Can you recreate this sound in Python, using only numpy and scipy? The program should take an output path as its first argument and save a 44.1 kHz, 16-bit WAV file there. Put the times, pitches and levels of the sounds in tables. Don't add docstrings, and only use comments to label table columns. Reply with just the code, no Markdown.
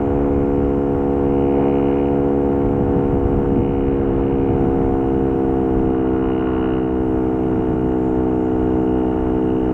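import sys
import numpy as np
from scipy import signal
from scipy.fft import rfft, irfft
from scipy.io import wavfile
from scipy.ndimage import uniform_filter1d

SR = 44100
rng = np.random.default_rng(int(sys.argv[2]) if len(sys.argv) > 2 else 0)


def wav_out(sig):
    wavfile.write(sys.argv[1], SR, np.round(np.clip(np.atleast_2d(sig).T, -1, 1) * 32767).astype(np.int16))


N = 429093
T = np.arange(N) / SR


def undb(db):
    return 10 ** (np.asarray(db) / 20)


def unit(x):
    return x / np.sqrt(np.mean(x ** 2))


def noise():
    return rng.standard_normal(N)


def walk(rate_hz):
    hold = int(SR / rate_hz)
    steps = np.repeat(rng.standard_normal(N // hold + 1), hold)
    return unit(uniform_filter1d(uniform_filter1d(steps, hold), hold)[:N])


def swell(centre, sigma):
    return np.exp(-.5 * ((T - centre) / sigma) ** 2)


def spell(start, end, ramp_s):
    return np.clip(.5 + np.minimum(T - start, end - T) / ramp_s, 0, 1)


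def colour(x, response, size=16384):
    hz, db = np.transpose(response)
    bins = np.maximum(np.arange(size // 2 + 1) * SR / size, 1)
    gain = undb(np.interp(np.log(bins), np.log(hz), db))
    cepstrum = irfft(np.log(gain))
    cepstrum[1:size // 2] *= 2
    cepstrum[size // 2 + 1:] = 0
    impulse_response = irfft(np.exp(rfft(cepstrum)))[:size // 2]
    return unit(signal.fftconvolve(x, impulse_response)[:N])


def allpass(x, hz, width_hz):
    b, a = signal.iirpeak(hz, hz / width_hz, fs=SR)
    return 2 * signal.lfilter(b, a, x) - x


def ring(hz, width_hz):
    return unit(signal.lfilter(*signal.iirpeak(hz, hz / width_hz, fs=SR), noise()))


def pulses(cycle, lag, scatter_db, jitter_s):
    times = np.interp(np.arange(int(cycle[-1])) + lag, cycle, T)
    chance = rng.standard_normal((len(times), 2))
    place = np.clip((times + jitter_s * chance[:, 0]) * SR, 0, N - 2)
    size = undb(scatter_db * chance[:, 1])
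    index, fraction = place.astype(int), place % 1
    return unit(np.bincount(index, size * (1 - fraction), N) + np.bincount(index + 1, size * fraction, N))


def puffs(cycle, lag, decay):
    return unit(noise() * np.exp(-((cycle - lag) % 1) / decay))


PULL = swell(centre=1.81, sigma=.33)
# f/Hz, relative level/dB
SILENCER_RESPONSE = [(30, -30), (66, -9.5), (135, -6.5), (200, -3.5), (255, 1.5), (278, 3.5), (322, 4),
                     (350, 0), (390, 1), (445, 0), (488, 0), (512, -15), (570, -38.5), (1000, -74.5)]


def silencer_boom(cycle):
    level_db = -18 + 2.4 * PULL + .55 * walk(5.5)
    firings = pulses(cycle, lag=.17, scatter_db=.19, jitter_s=15e-6)
    return allpass(colour(firings, SILENCER_RESPONSE), hz=300, width_hz=68) * undb(level_db)


# f/Hz, relative level/dB
PIPE_RESPONSE = [(350, -42), (560, -5.5), (630, 4), (700, 8), (735, 12), (770, 4.5), (825, 2), (890, 5.5),
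                 (960, -11.5), (1120, -25.5), (1700, -44), (4000, -87.5)]
# start t/s, end t/s, change of rasp level/dB
THROTTLE_EASES = [(3.63, 4.5, -5), (5.876, 7.0, -1.1)]
EASE_RAMP_S = .18


def pipe_rasp(cycle, faster_hz):
    eased_db = sum(db * spell(start, end, EASE_RAMP_S) for start, end, db in THROTTLE_EASES)
    level_db = -31 + .04 * faster_hz + 3 * PULL + eased_db + .82 * walk(5)
    gas = pulses(cycle, lag=.2624, scatter_db=.37, jitter_s=20e-6)
    gas += undb(-21) * puffs(cycle, lag=.38, decay=.14)
    return colour(gas, PIPE_RESPONSE) * undb(level_db)


# f/Hz, relative level/dB
CASING_RESPONSE = [(700, -24.5), (1000, -1), (1100, 2), (1220, -6.5), (1370, -1), (1470, -0.5), (1540, -12),
                   (1850, -14.5), (2500, -27.5), (7000, -81.5)]


def piston_knock(cycle, shake_db):
    power_stroke = pulses(cycle, lag=0, scatter_db=2, jitter_s=30e-6)
    intake_stroke = pulses(cycle, lag=.45, scatter_db=2.5, jitter_s=50e-6)
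    knocks = power_stroke + undb(-7.5) * intake_stroke + undb(-11.5) * puffs(cycle, lag=0, decay=1)
    casing = allpass(colour(knocks, CASING_RESPONSE), hz=1137, width_hz=73)
    return casing * undb(-43.5 + shake_db + .4 * walk(7))


# f/Hz, relative level/dB
COVER_RESPONSE = [(1400, -31), (1950, -9.5), (2200, 2.5), (2320, -4.5), (2450, 2), (2650, -19), (3200, -31),
                  (7000, -72)]
VALVE_RESPONSE = [(1800, -34.5), (2550, -9.5), (2720, -3.5), (2850, 2), (2980, -2.5), (3100, -21),
                  (3300, -32.5), (3900, -29), (4600, -47), (10000, -77)]


def valve_ticks(cycle, cover_db, valve_db):
    first = pulses(cycle, lag=.037, scatter_db=1.5, jitter_s=30e-6)
    first += undb(-8.5) * puffs(cycle, lag=.036, decay=.28)
    second = pulses(cycle, lag=.085, scatter_db=1.5, jitter_s=30e-6)
    second += undb(-10) * puffs(cycle, lag=.1, decay=.29)
    cover = colour(first, COVER_RESPONSE) * undb(-59.5 + cover_db + .9 * walk(5))
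    valves = colour(second, VALVE_RESPONSE) * undb(-59.5 + valve_db + 1.5 * walk(6.9))
    return cover + valves


# start t/s, end t/s, change of level/dB for casing, side cover, valve gear
METAL_SHAKES = [(0, .6, 1, 3.5, -1), (1.3, 2.1, -0.5, 9.5, 7.5), (3.56, 4.0, -2.5, 6, 3),
                (4.22, 4.6, -4, 6.5, 5), (5.953, 6.202, 2.5, 2.5, 1.5), (6.2, 6.85, 5.5, 7.5, 10.5),
                (8.55, 9.102, 0, 0, 4), (9.42, 9.898, -0.5, -5.5, 4)]


def clatter(cycle, faster_hz):
    shakes = (np.outer(db, spell(start, end, ramp_s=.2)) for start, end, *db in METAL_SHAKES)
    casing_db, cover_db, valve_db = sum(shakes)
    knock = piston_knock(cycle, casing_db - .3 * faster_hz)
    return knock + valve_ticks(cycle, cover_db + .4 * faster_hz, valve_db - .4 * faster_hz)


def drive_whine(cycle, teeth_per_cycle=31 / 3):
    return np.sin(2 * np.pi * teeth_per_cycle * cycle) * undb(-50 + 3.5 * walk(5.4))


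# f/Hz, relative level/dB
BUFFET_SPECTRUM = [(10, -19), (22, 1.5), (50, 6.5), (90, 4), (130, -4), (200, -18.5), (400, -34),
                   (3000, -100)]
FLUTTER_SPECTRUM = [(50, -17), (110, -3), (170, -3.5), (240, -6), (320, -11), (450, -20.5), (900, -28),
                    (4000, -91.5)]
# centre t/s, sigma t/s, change of level/dB for buffet, flutter
WIND_GUSTS = [(0.146, .15, 3.5, -0.5), (.61, .04, 5, 6), (1.803, .35, -3.5, -3), (2.95, .3, 3.5, 5.5),
              (3.25, 0.12, 6.5, 2.5), (3.404, .05, 0.5, 8), (3.6, .07, 4, 10.5), (4.077, 0.16, 6, 1.5),
              (4.7, 0.24, 3.5, 7.5), (5.824, 0.058, 6.5, 6.5), (7.12, 0.061, 3, 1.5),
              (7.65, 0.13, 2.5, 5.5)]


def wind(faster_hz):
    buffet_db, flutter_db = sum(np.outer(db, swell(centre, sigma)) for centre, sigma, *db in WIND_GUSTS)
    buffet = colour(noise(), BUFFET_SPECTRUM) * undb(-29.5 + buffet_db + 1.2 * walk(12))
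    flutter = colour(noise(), FLUTTER_SPECTRUM) * undb(-31.5 + .5 * faster_hz + flutter_db + 2.2 * walk(30))
    return buffet + flutter


# f/Hz, relative level/dB
RUSH_SPECTRUM = [(100, -8.5), (300, -2), (480, 2), (600, 0), (880, -2.5), (1100, -6), (1500, -11),
                 (2000, -19.5), (2900, -25), (3300, -32), (3900, -39), (4600, -50), (9000, -74)]
WHOOSH_SPECTRUM = [(200, -24), (480, 4), (850, -0.5), (1100, -10), (1700, -18.5), (3000, -36), (8000, -83)]
# centre t/s, sigma t/s, peak level/dB
ROADSIDE_SWELLS = [(0.24, 0.091, -32), (1.62, 0.057, -28), (4.094, 0.14, -32.5)]


def road_rush():
    rush = colour(noise(), RUSH_SPECTRUM) * undb(-35.5 + walk(8))
    swells = sum(undb(db) * swell(centre, sigma) for centre, sigma, db in ROADSIDE_SWELLS)
    return rush + swells * colour(noise(), WHOOSH_SPECTRUM)


# f/Hz, relative level/dB
HISS_SPECTRUM = [(2000, -12), (4600, -7), (5300, 0), (7000, -.5), (8500, -3), (10000, -5.5), (12000, -7.5),
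                 (14500, -8), (16000, -16)]
# centre f/Hz, bandwidth f/Hz, level/dB relative to the broadband hiss
HISS_RESONANCES = [(5230, 170, -12.5), (5750, 270, -14.5), (6720, 200, -13), (8300, 280, -14)]


def air_hiss():
    eased = sum(spell(start, end, EASE_RAMP_S) for start, end, _ in THROTTLE_EASES)
    rings = sum(ring(hz, width_hz) * undb(db + 2 * walk(3)) for hz, width_hz, db in HISS_RESONANCES)
    return (colour(noise(), HISS_SPECTRUM) + rings) * undb(-69 - 3.5 * eased)


# start t/s, end t/s, f/Hz, level/dB
EDGE_TONES = [(6.95, 7.4, 9350, -80), (7.85, 8.15, 7080, -73.5), (8.3, 8.9, 6930, -76.5)]


def whistles():
    return sum(ring(hz, width_hz=190) * undb(db + 1.8 * walk(14)) * spell(start, end, ramp_s=.12)
               for start, end, hz, db in EDGE_TONES)


# t/s, f/Hz
FIRING_RATE = [(0.0, 69.94), (1.32, 69.43), (1.99, 69.71), (3.41, 68.79), (4.14, 67.55), (4.38, 67.42),
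               (4.94, 66.6), (5.45, 66.1), (6.04, 64.92), (6.18, 65.23), (6.59, 64.44), (7.5, 64.25),
               (7.74, 63.8), (8.57, 63.7), (9.57, 63.94), (9.65, 63.24)]
CRUISE_HZ = 67


def scene():
    firing_hz = np.interp(T, *np.transpose(FIRING_RATE))
    cycle = np.cumsum(firing_hz * (1 + .0021 * walk(9))) / SR
    faster_hz = firing_hz - CRUISE_HZ
    exhaust = silencer_boom(cycle) + pipe_rasp(cycle, faster_hz)
    engine = exhaust + clatter(cycle, faster_hz) + drive_whine(cycle)
    return (engine + wind(faster_hz) + road_rush() + air_hiss() + whistles())[None]


def record(dry):
    highpass = signal.butter(2, 14, "high", fs=SR, output="sos")
    lowpass = signal.ellip(8, .2, 70, 15800, fs=SR, output="sos")
    return signal.sosfilt(lowpass, signal.sosfilt(highpass, dry))


dry = scene()
out = record(dry)
wav_out(out)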